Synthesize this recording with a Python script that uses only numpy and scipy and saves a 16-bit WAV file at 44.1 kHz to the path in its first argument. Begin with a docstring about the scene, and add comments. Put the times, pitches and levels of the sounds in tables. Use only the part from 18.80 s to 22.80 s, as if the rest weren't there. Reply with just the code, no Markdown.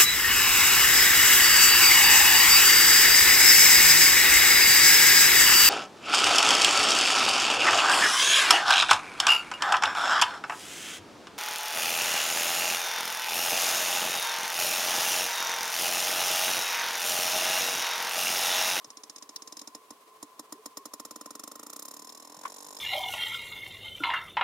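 """A soft wash of water with a faint crackle, and at once a sperm whale clicking close by:
a loose train, a pause, then clicks that speed up into a creak. Each click is a dull first pulse,
a brighter one from the head just after it, and a low knock that sets the camera housing ringing.
Small pockets of air gurgle, a few hard snaps sound, and near the end something bumps the housing."""
import sys
import numpy as np
from scipy import signal
from scipy.fft import rfft, irfft
from scipy.io import wavfile
from scipy.ndimage import uniform_filter1d, map_coordinates

SR = 44100
rng = np.random.default_rng(int(sys.argv[2]) if len(sys.argv) > 2 else 0)


def put_to_file(sound):
    """Save the sound as 16-bit audio at rate SR, in the file named by the first command-line argument."""
    columns = np.atleast_2d(sound).T  # one column per channel
    safe = np.clip(columns, -1, 1)
    whole_steps = np.round(safe * 32767)
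    wavfile.write(sys.argv[1], SR, whole_steps.astype(np.int16))


N = 176400
TIME_S, BINS_HZ = np.arange(N) / SR, np.fft.rfftfreq(N, 1 / SR)
EVENT_N = 4096
AGE_S = np.arange(EVENT_N) / SR


def from_db(db):
    """Decibels to gain."""
    return 10 ** (np.asarray(db) / 20)


def unit_rms(x):
    """Scale to rms 1."""
    return x / np.sqrt(np.mean(x ** 2) + 1e-20)


def at_hz(points, hz):
    """Read a table on a log-frequency axis."""
    points_hz, values = np.transpose(points)
    return np.interp(np.log(hz + 1e-9), np.log(points_hz), values)


def add(out, time_s, sound):
    """Mix a sound in at time_s."""
    start = int(time_s * SR)
    out[:, start:start + len(sound.T)] += sound[..., :max(N - start, 0)]


def pan(db):
    """Gains for a left-minus-right level."""
    return from_db(np.array([[db], [-db]]) / 2)


def colour(white, spectrum):
    """Filter by a spectrum table; rms 1."""
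    size = white.shape[-1]
    gain = from_db(at_hz(spectrum, np.fft.rfftfreq(size, 1 / SR)))
    return unit_rms(irfft(rfft(white) * gain, size))


def swell(peak_s, attack_s, decay_s, tail_db, tail_s):
    """Pulse envelope: rise, quick fall, tail; energy of 10 ms at rms 1."""
    after_s = np.maximum(AGE_S - peak_s, 0)
    rise = np.exp(np.minimum(AGE_S - peak_s, 0) / attack_s)
    shape = rise * (np.exp(-after_s / decay_s) + from_db(tail_db) * np.exp(-after_s / tail_s))
    return shape / np.sqrt(np.sum(shape ** 2) / (SR / 100))


def pulse(white, spectrum, envelope):
    """Smeared pulse: noise under an envelope, evened out to the given spectrum."""
    target = from_db(at_hz(spectrum, np.fft.rfftfreq(EVENT_N, 1 / SR)))
    grain = colour(white, spectrum)
    power = uniform_filter1d(np.abs(rfft(grain * envelope)) ** 2, size=25)
    even = envelope * irfft(rfft(grain) * target / np.sqrt(np.abs(power) + 1e-12))
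    return unit_rms(even) * np.sqrt(np.mean(envelope ** 2))


def varied(modes, scatter_db, detune=0):
    """The modes as one blow excites them, each a little different."""
    return [(hz * (1 + detune * rng.normal()), db + scatter_db * rng.normal(), t60_s)
            for hz, db, t60_s in modes]


def ring(modes, delay_s, attack_s):
    """Struck modes build up and die away."""
    t = np.maximum(AGE_S - delay_s, 0)
    rings = sum(from_db(db) * np.exp(-np.log(1000) * t / t60_s) * np.sin(2 * np.pi * hz * t)
                for hz, db, t60_s in modes)
    return rings * (1 - np.exp(-t / attack_s))


def burst(t, hz, width_s, rise_per_s=0):
    """A tone under a bell curve centred on t = 0."""
    bell = np.exp(-(t / width_s) ** 2 / 2)
    return bell * np.cos(2 * np.pi * hz * t * (1 + rise_per_s * t / 2))


# Likeness of the two sides in the wash: (frequency [Hz], correlation [-])
WASH_CORRELATION = [(100, 0.78), (350, 0.99), (700, 0.59), (1100, 0.7), (2500, 0.022), (8000, 0.43)]
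def stereo_noise(gain):
    """Noise with a gain per frequency, most alike left and right in the lows; rms 1."""
    alike = at_hz(WASH_CORRELATION, BINS_HZ)
    mid, side = rfft(rng.standard_normal((2, N))) * gain
    return unit_rms(irfft(np.sqrt(1 + alike) * mid + np.sqrt(1 - alike) * side * [[1], [-1]], N))


# Wash spectrum: (frequency [Hz], relative density [dB])
WASH_SPECTRUM = [(25, -61), (70, -31), (130, -21.5), (220, -14.5), (330, -8), (520, -8), (660, -7),
                 (830, -7.5), (1200, -8.5), (1500, -14.5), (2400, -14.5), (5500, -18.5), (9000, -19.5),
                 (13000, -21.5), (16000, -27)]
# Housing resonances in the wash: (centre [Hz], half-width [Hz], level [dB])
HUM_BANDS = [(433, 20.5, -68), (1032.5, 34, -60.5), (1127, 17.4, -67)]
def water(wash_db=-60, swell_db=1):
    """A soft wash swells a little and hums in the housing's resonances."""
    wash = from_db(wash_db) * stereo_noise(from_db(at_hz(WASH_SPECTRUM, BINS_HZ)))
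    hum = sum(from_db(db) * stereo_noise(1 / (1 + ((BINS_HZ - centre_hz) / width_hz) ** 2))
              for centre_hz, width_hz, db in HUM_BANDS)
    drift = colour(rng.standard_normal(N), [(4, -50), (15, -19.5), (100, -65), (400, -120)])
    return (wash + hum) * from_db(swell_db * drift)


# Crackle filter: (frequency [Hz], relative gain [dB])
CRACKLE_SPECTRUM = [(500, -23), (3000, 9), (7000, -7), (12000, 0), (16000, -8)]
def crackle(level_db=-75, ticks_per_s=120, spread_db=4):
    """Tiny ticks all around in the water, each side hearing its own."""
    sizes = from_db(spread_db * np.minimum(rng.exponential(1, (2, N)), 3))
    signs = rng.choice([-1, 1], (2, N))
    ticks = sizes * signs * (rng.random((2, N)) < ticks_per_s / SR)
    smear = rng.standard_normal((2, EVENT_N)) * np.exp(-AGE_S / 0.00071)
    smeared = signal.fftconvolve(ticks, smear, axes=1)[:, :N]
    return from_db(level_db) * colour(smeared, CRACKLE_SPECTRUM)


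# Clicks before the creak: (time [s], relative crack level [dB], relative knock level [dB])
SINGLE_CLICKS = [(.0439, -41.7, -55), (.1023, -41.7, -56), (.17, -41, -57), (.2344, -40, -56),
                 (.2961, -39, -56), (.3595, -40, -57), (.3817, -44.6, -64), (.4231, -40, -55),
                 (.4909, -41, -55), (.5585, -43, -56), (.6201, -40, -55), (.6737, -40, -55),
                 (.7226, -39.4, -53), (.7681, -38.7, -53), (.7926, -41, -64), (.8139, -40, -51),
                 (.873, -38.7, -48.5), (.9479, -39, -47), (1.1049, -42, -45.5), (1.4265, -38, -44),
                 (1.593, -38, -45), (1.7226, -37, -44.4), (1.8574, -35.5, -45), (1.9701, -35, -45.6),
                 (2.0543, -37.4, -46), (2.1351, -36, -46), (2.1971, -37.5, -46), (2.2499, -38, -46.6),
                 (2.3082, -38.6, -47), (2.358, -38.7, -47), (2.4101, -39.6, -47), (2.4579, -39.7, -47),
                 (2.5055, -39, -47), (2.5513, -39, -48), (2.5941, -38.5, -49)]
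# Every fourth creak click: (time [s], relative crack level [dB], relative knock level [dB])
CREAK_CLICKS = [(2.6351, -37.3, -49), (2.7929, -41.5, -51), (2.9289, -38, -52.6), (3.051, -38, -53),
                (3.1652, -41.7, -54.4), (3.271, -44, -56), (3.3727, -44.7, -58), (3.4723, -46.7, -57),
                (3.5661, -46, -56), (3.6553, -44.6, -57), (3.7406, -42.6, -58.2), (3.8237, -42.3, -58.4),
                (3.9049, -42.7, -58.2), (3.9858, -42.3, -58)]
def whale_clicks():
    """The single clicks, then the creak speeding up along a smooth curve."""
    steps = 2 + np.arange(4 * len(CREAK_CLICKS) - 3) / 4
    padded = [np.pad(column, 2, "reflect", reflect_type="odd") for column in np.transpose(CREAK_CLICKS)]
    creak = [map_coordinates(column, [steps]) for column in padded]
    return SINGLE_CLICKS + list(zip(*creak))


# Aim of the head: (time [s], bright over dull [dB], bright peak delay [s], top treble [dB], ping [dB])
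HEAD_AIM = [(0, -13, 0.0073, -11, 1.5), (.8, -6, .0054, -6, -3.5), (1.1, -3, .005, 1, 2),
            (1.43, 6, 0.0041, -5, 0.5), (2.0, 1, 0.0054, 3.5, -1.5), (2.5, 2, 0.0045, -1.5, -4.5),
            (3.0, 6, 0.0061, 3.5, -10), (3.3, 0.5, 0.0051, -2, 0), (4, 0.5, 0.0071, -3, -6)]
# First pulse: (frequency [Hz], relative level [dB])
DULL_SPECTRUM = [(100, -75), (1500, -9), (2700, -14), (3500, -8.5), (4400, -5.5), (5400, 1), (6250, 2.5),
                 (6650, 0.5), (7800, -8.5), (10000, -11.5), (12000, -23.5), (16000, -49)]
# Second pulse: (frequency [Hz], relative level [dB])
BRIGHT_SPECTRUM = [(100, -58), (1500, -8), (2800, -11.5), (3700, -4), (4400, -5), (5400, -9), (6200, -3),
                   (7200, 9), (8000, -0.5), (9700, 2.5), (10900, -1), (11800, -1.5), (13500, 1),
                   (16000, -14)]
# Metallic ping of the housing: (frequency [Hz], relative level [dB], t60 [s])
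PING_MODES = [(5320, -3, 0.031), (5480, -5.5, .035), (4066, -15.5, 0.059)]
def cracks(gain_db=-6, kept_share=0.93, path_share=0.7, side_spill=0.077):
    """Click treble: two pulses, smeared by paths that drift as the whale turns, and the housing's ping."""
    out = np.zeros((2, N))
    paths = rng.standard_normal((2, 2, EVENT_N))  # pulse, side, sample
    dull_shape = swell(peak_s=0.0019, attack_s=0.001, decay_s=0.0026, tail_db=-24.5, tail_s=0.025)
    aim_times_s, *controls = np.transpose(HEAD_AIM)
    for time_s, db, _ in whale_clicks():
        paths = np.sqrt(kept_share) * paths + np.sqrt(1 - kept_share) * rng.standard_normal(paths.shape)
        grain = np.sqrt(path_share) * paths + np.sqrt(1 - path_share) * rng.standard_normal(paths.shape)
        grain = grain + side_spill * grain[:, ::-1]
        aim_db, peak_s, top_db, ping_db = (np.interp(time_s, aim_times_s, c) for c in controls)
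        bright_shape = swell(peak_s, attack_s=0.0019, decay_s=0.0006, tail_db=-8, tail_s=0.0057)
        tilted = [(hz, band_db + np.interp(hz, [9000, 15000], [0, top_db]))
                  for hz, band_db in BRIGHT_SPECTRUM]
        dull = pulse(grain[0], DULL_SPECTRUM, dull_shape) * pan(db=-1)
        bright = pulse(grain[1], tilted, bright_shape) * pan(db=-1.7)
        aim = from_db(aim_db)
        pulses = (dull + aim * bright) / np.hypot(1, aim)
        ping = ring(varied(PING_MODES, scatter_db=2.5), delay_s=0.000813, attack_s=0.0027) * pan(db=5)
        add(out, time_s, from_db(db + gain_db) * (pulses + from_db(ping_db) * ping))
    return out


# Wall resonances: (centre [Hz], width [Hz], gain [dB])
WALL_BANDS = [(3690, 300, 5), (4060, 90, 3.5), (4640, 90, -1), (4850, 48, 7.5), (5330, 125, 5),
              (5430, 220, 4.5), (5840, 71, -0.5), (6400, 140, 5.5), (6450, 100, -1.5), (7160, 400, 4),
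              (7670, 140, 0), (8390, 74, 4), (8850, 135, 6), (9530, 200, 5), (9720, 180, 4),
              (10260, 230, 6), (11900, 350, 8.5), (13000, 330, -1), (13600, 130, 5.5)]
def housing_wall(x):
    """Sound crosses the wall: each resonance lifts or dips a narrow band and rings briefly."""
    for hz, width_hz, db in WALL_BANDS:
        band = signal.lfilter(*signal.iirpeak(hz, hz / width_hz, fs=SR), x + 1e-18)
        x = x + (from_db(db) - 1) * band
    return x


# Low housing modes: (frequency [Hz], relative level [dB], t60 [s])
BASS_MODES = [(128, 6, 0.03), (243.6, -1, 0.083), (293.6, 7, 0.066)]
# Midrange housing modes: (frequency [Hz], relative level [dB], t60 [s])
MIDRANGE_MODES = [(477.6, -1.5, 0.052), (570, 8.5, 0.019), (900, 2.5, 0.035), (1047, -5.5, 0.2),
                  (1140, 2, 0.035), (1419, -10, 0.053), (1858, -12, 0.065)]
# Knock colour as the whale turns: (time [s], midrange over bass [dB], centre [Hz])
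KNOCK_COLOUR = [(0, 2.5, 1070), (1.0, -2, 995), (1.8, 1, 1110), (2.4, 0, 1160), (2.9, 3.5, 1220),
                (3.2, 1.5, 1025), (3.55, 4.5, 954), (4, 8, 995)]
def knocks(knock_db=10.5, scatter_db=1.4, jitter_s=0.00007, bass_cut_hz=202, leak_db=-23.5):
    """Click lows: a short knock rings the housing, so alike each time that fast clicks fuse to a pitch."""
    out, leak = np.zeros((2, 2, N))
    turn_times_s, mid_db, centre_hz = np.transpose(KNOCK_COLOUR)
    knock_age_s = AGE_S - 0.00262 - np.array([[0.000085], [0]])  # right side leads
    for time_s, _, db in whale_clicks():
        bass_modes = varied(BASS_MODES, scatter_db, detune=0.012)
        mid_modes = varied(MIDRANGE_MODES, scatter_db, detune=0.012)
        bass = ring(bass_modes, delay_s=0.0019, attack_s=0.0011)
        middle = ring(mid_modes, delay_s=0.001907, attack_s=0.00067)
        side = 0.1 * ring(mid_modes, delay_s=0.0023, attack_s=0.0035) * [[1], [-1]]
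        knock = burst(knock_age_s, np.interp(time_s, turn_times_s, centre_hz), width_s=0.001)
        mid_gain = from_db(np.interp(time_s, turn_times_s, mid_db))
        midrange = mid_gain * (middle + side + from_db(knock_db) * knock)
        add(out, time_s + jitter_s * rng.normal(), from_db(db) * (bass + midrange))
        add(leak, time_s, from_db(db + leak_db + scatter_db * rng.normal()) * bass)
    highpass = signal.butter(3, bass_cut_hz, "high", fs=SR, output="sos")  # housing passes little bass
    return signal.sosfilt(highpass, out) + leak


# Air pockets: (time [s], level [dB], frequency [Hz], width [s])
AIR_POCKETS = [(0.079, -63.5, 139, 0.006), (.665, -51, 1039, 0.008), (1.531, -50, 1027, 0.005),
               (1.759, -52, 388, 0.0073), (1.801, -51.5, 433, 0.01), (2.009, -48.5, 1090, 0.0088),
               (2.014, -55, 415, 0.01), (2.109, -52, 1010, 0.0075), (2.479, -49, 1020, 0.0039),
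               (3.21, -66, 160, 0.0081), (3.579, -54, 183, 0.0038), (3.871, -70, 163, 0.013)]
def gurgles():
    """Small pockets of air wobble, rising very slightly in pitch."""
    return sum(from_db(db) * burst(TIME_S - time_s, hz, width_s, rise_per_s=0.69)
               for time_s, db, hz, width_s in AIR_POCKETS)


# Hard snaps: (time [s], relative level [dB], body peak [Hz])
HARD_SNAPS = [(0.5624, -32.5, 5800), (0.7932, -44, 5300), (3.2932, -43.5, 5560), (3.9692, -40.5, 5230)]
def snaps(gain_db=-6, edge_db=-6.5):
    """Hard, sharp snaps, a ringing body under a bright edge; the loudest accents a click of the train."""
    out = np.zeros((2, N))
    body_shape = swell(peak_s=0.00336, attack_s=0.00098, decay_s=0.0033, tail_db=-10, tail_s=0.0046)
    edge_shape = swell(peak_s=0.0018, attack_s=0.00012, decay_s=0.00061, tail_db=-26, tail_s=0.003)
    edge_spectrum = [(2000, -28), (6000, -11), (11000, -13), (14000, -6)]
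    for time_s, db, hz in HARD_SNAPS:
        body_spectrum = [(hz / 60, -40), (hz / 6, -14), (hz * 0.16, -22), (hz * 0.5, -18),
                         (hz * 0.75, -5), (hz * 0.87, -7), (hz, 1), (hz * 1.2, -16), (hz * 2.4, -28)]
        body = pulse(rng.standard_normal((2, EVENT_N)), body_spectrum, body_shape)
        edge = pulse(rng.standard_normal((2, EVENT_N)), edge_spectrum, edge_shape)
        add(out, time_s - 0.003, from_db(db + gain_db) * (body + from_db(edge_db) * edge))
    return out


# Contacts of one bump: (time [s], level [dB], frequency [Hz], width [s])
BUMP_TAPS = [(3.6381, -37.5, 750, 0.00058), (3.6561, -24.5, 1054, 0.0018), (3.6695, -38.5, 1100, 0.0043),
             (3.679, -53, 980, 0.003)]
def bump(scuff_db=-11.5):
    """Something taps the housing: hollow bursts with a little scuff."""
    out = np.zeros((2, N))
    scuff_spectrum = [(90, -45), (600, -4), (1500, -2), (2800, -15), (5000, -22), (16000, -31)]
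    scuff_shape = swell(peak_s=0.003, attack_s=0.003, decay_s=0.012, tail_db=-5, tail_s=0.01)
    for time_s, db, hz, width_s in BUMP_TAPS:
        out += from_db(db) * burst(TIME_S - time_s, hz, width_s) * pan(db=5)
        scuff = colour(rng.standard_normal((2, EVENT_N)), scuff_spectrum) * scuff_shape
        add(out, time_s - 0.005, from_db(db + scuff_db) * scuff)
    return out


def scene():
    """The whale and the water around the camera."""
    return housing_wall(cracks() + snaps()) + knocks() + bump() + gurgles() + water() + crackle()


def record(dry):
    """Steep low-pass."""
    cutoff_hz = 16400
    return signal.sosfilt(signal.ellip(12, 0.1, 80, cutoff_hz, fs=SR, output="sos"), dry)


dry = scene()
out = record(dry)
put_to_file(out)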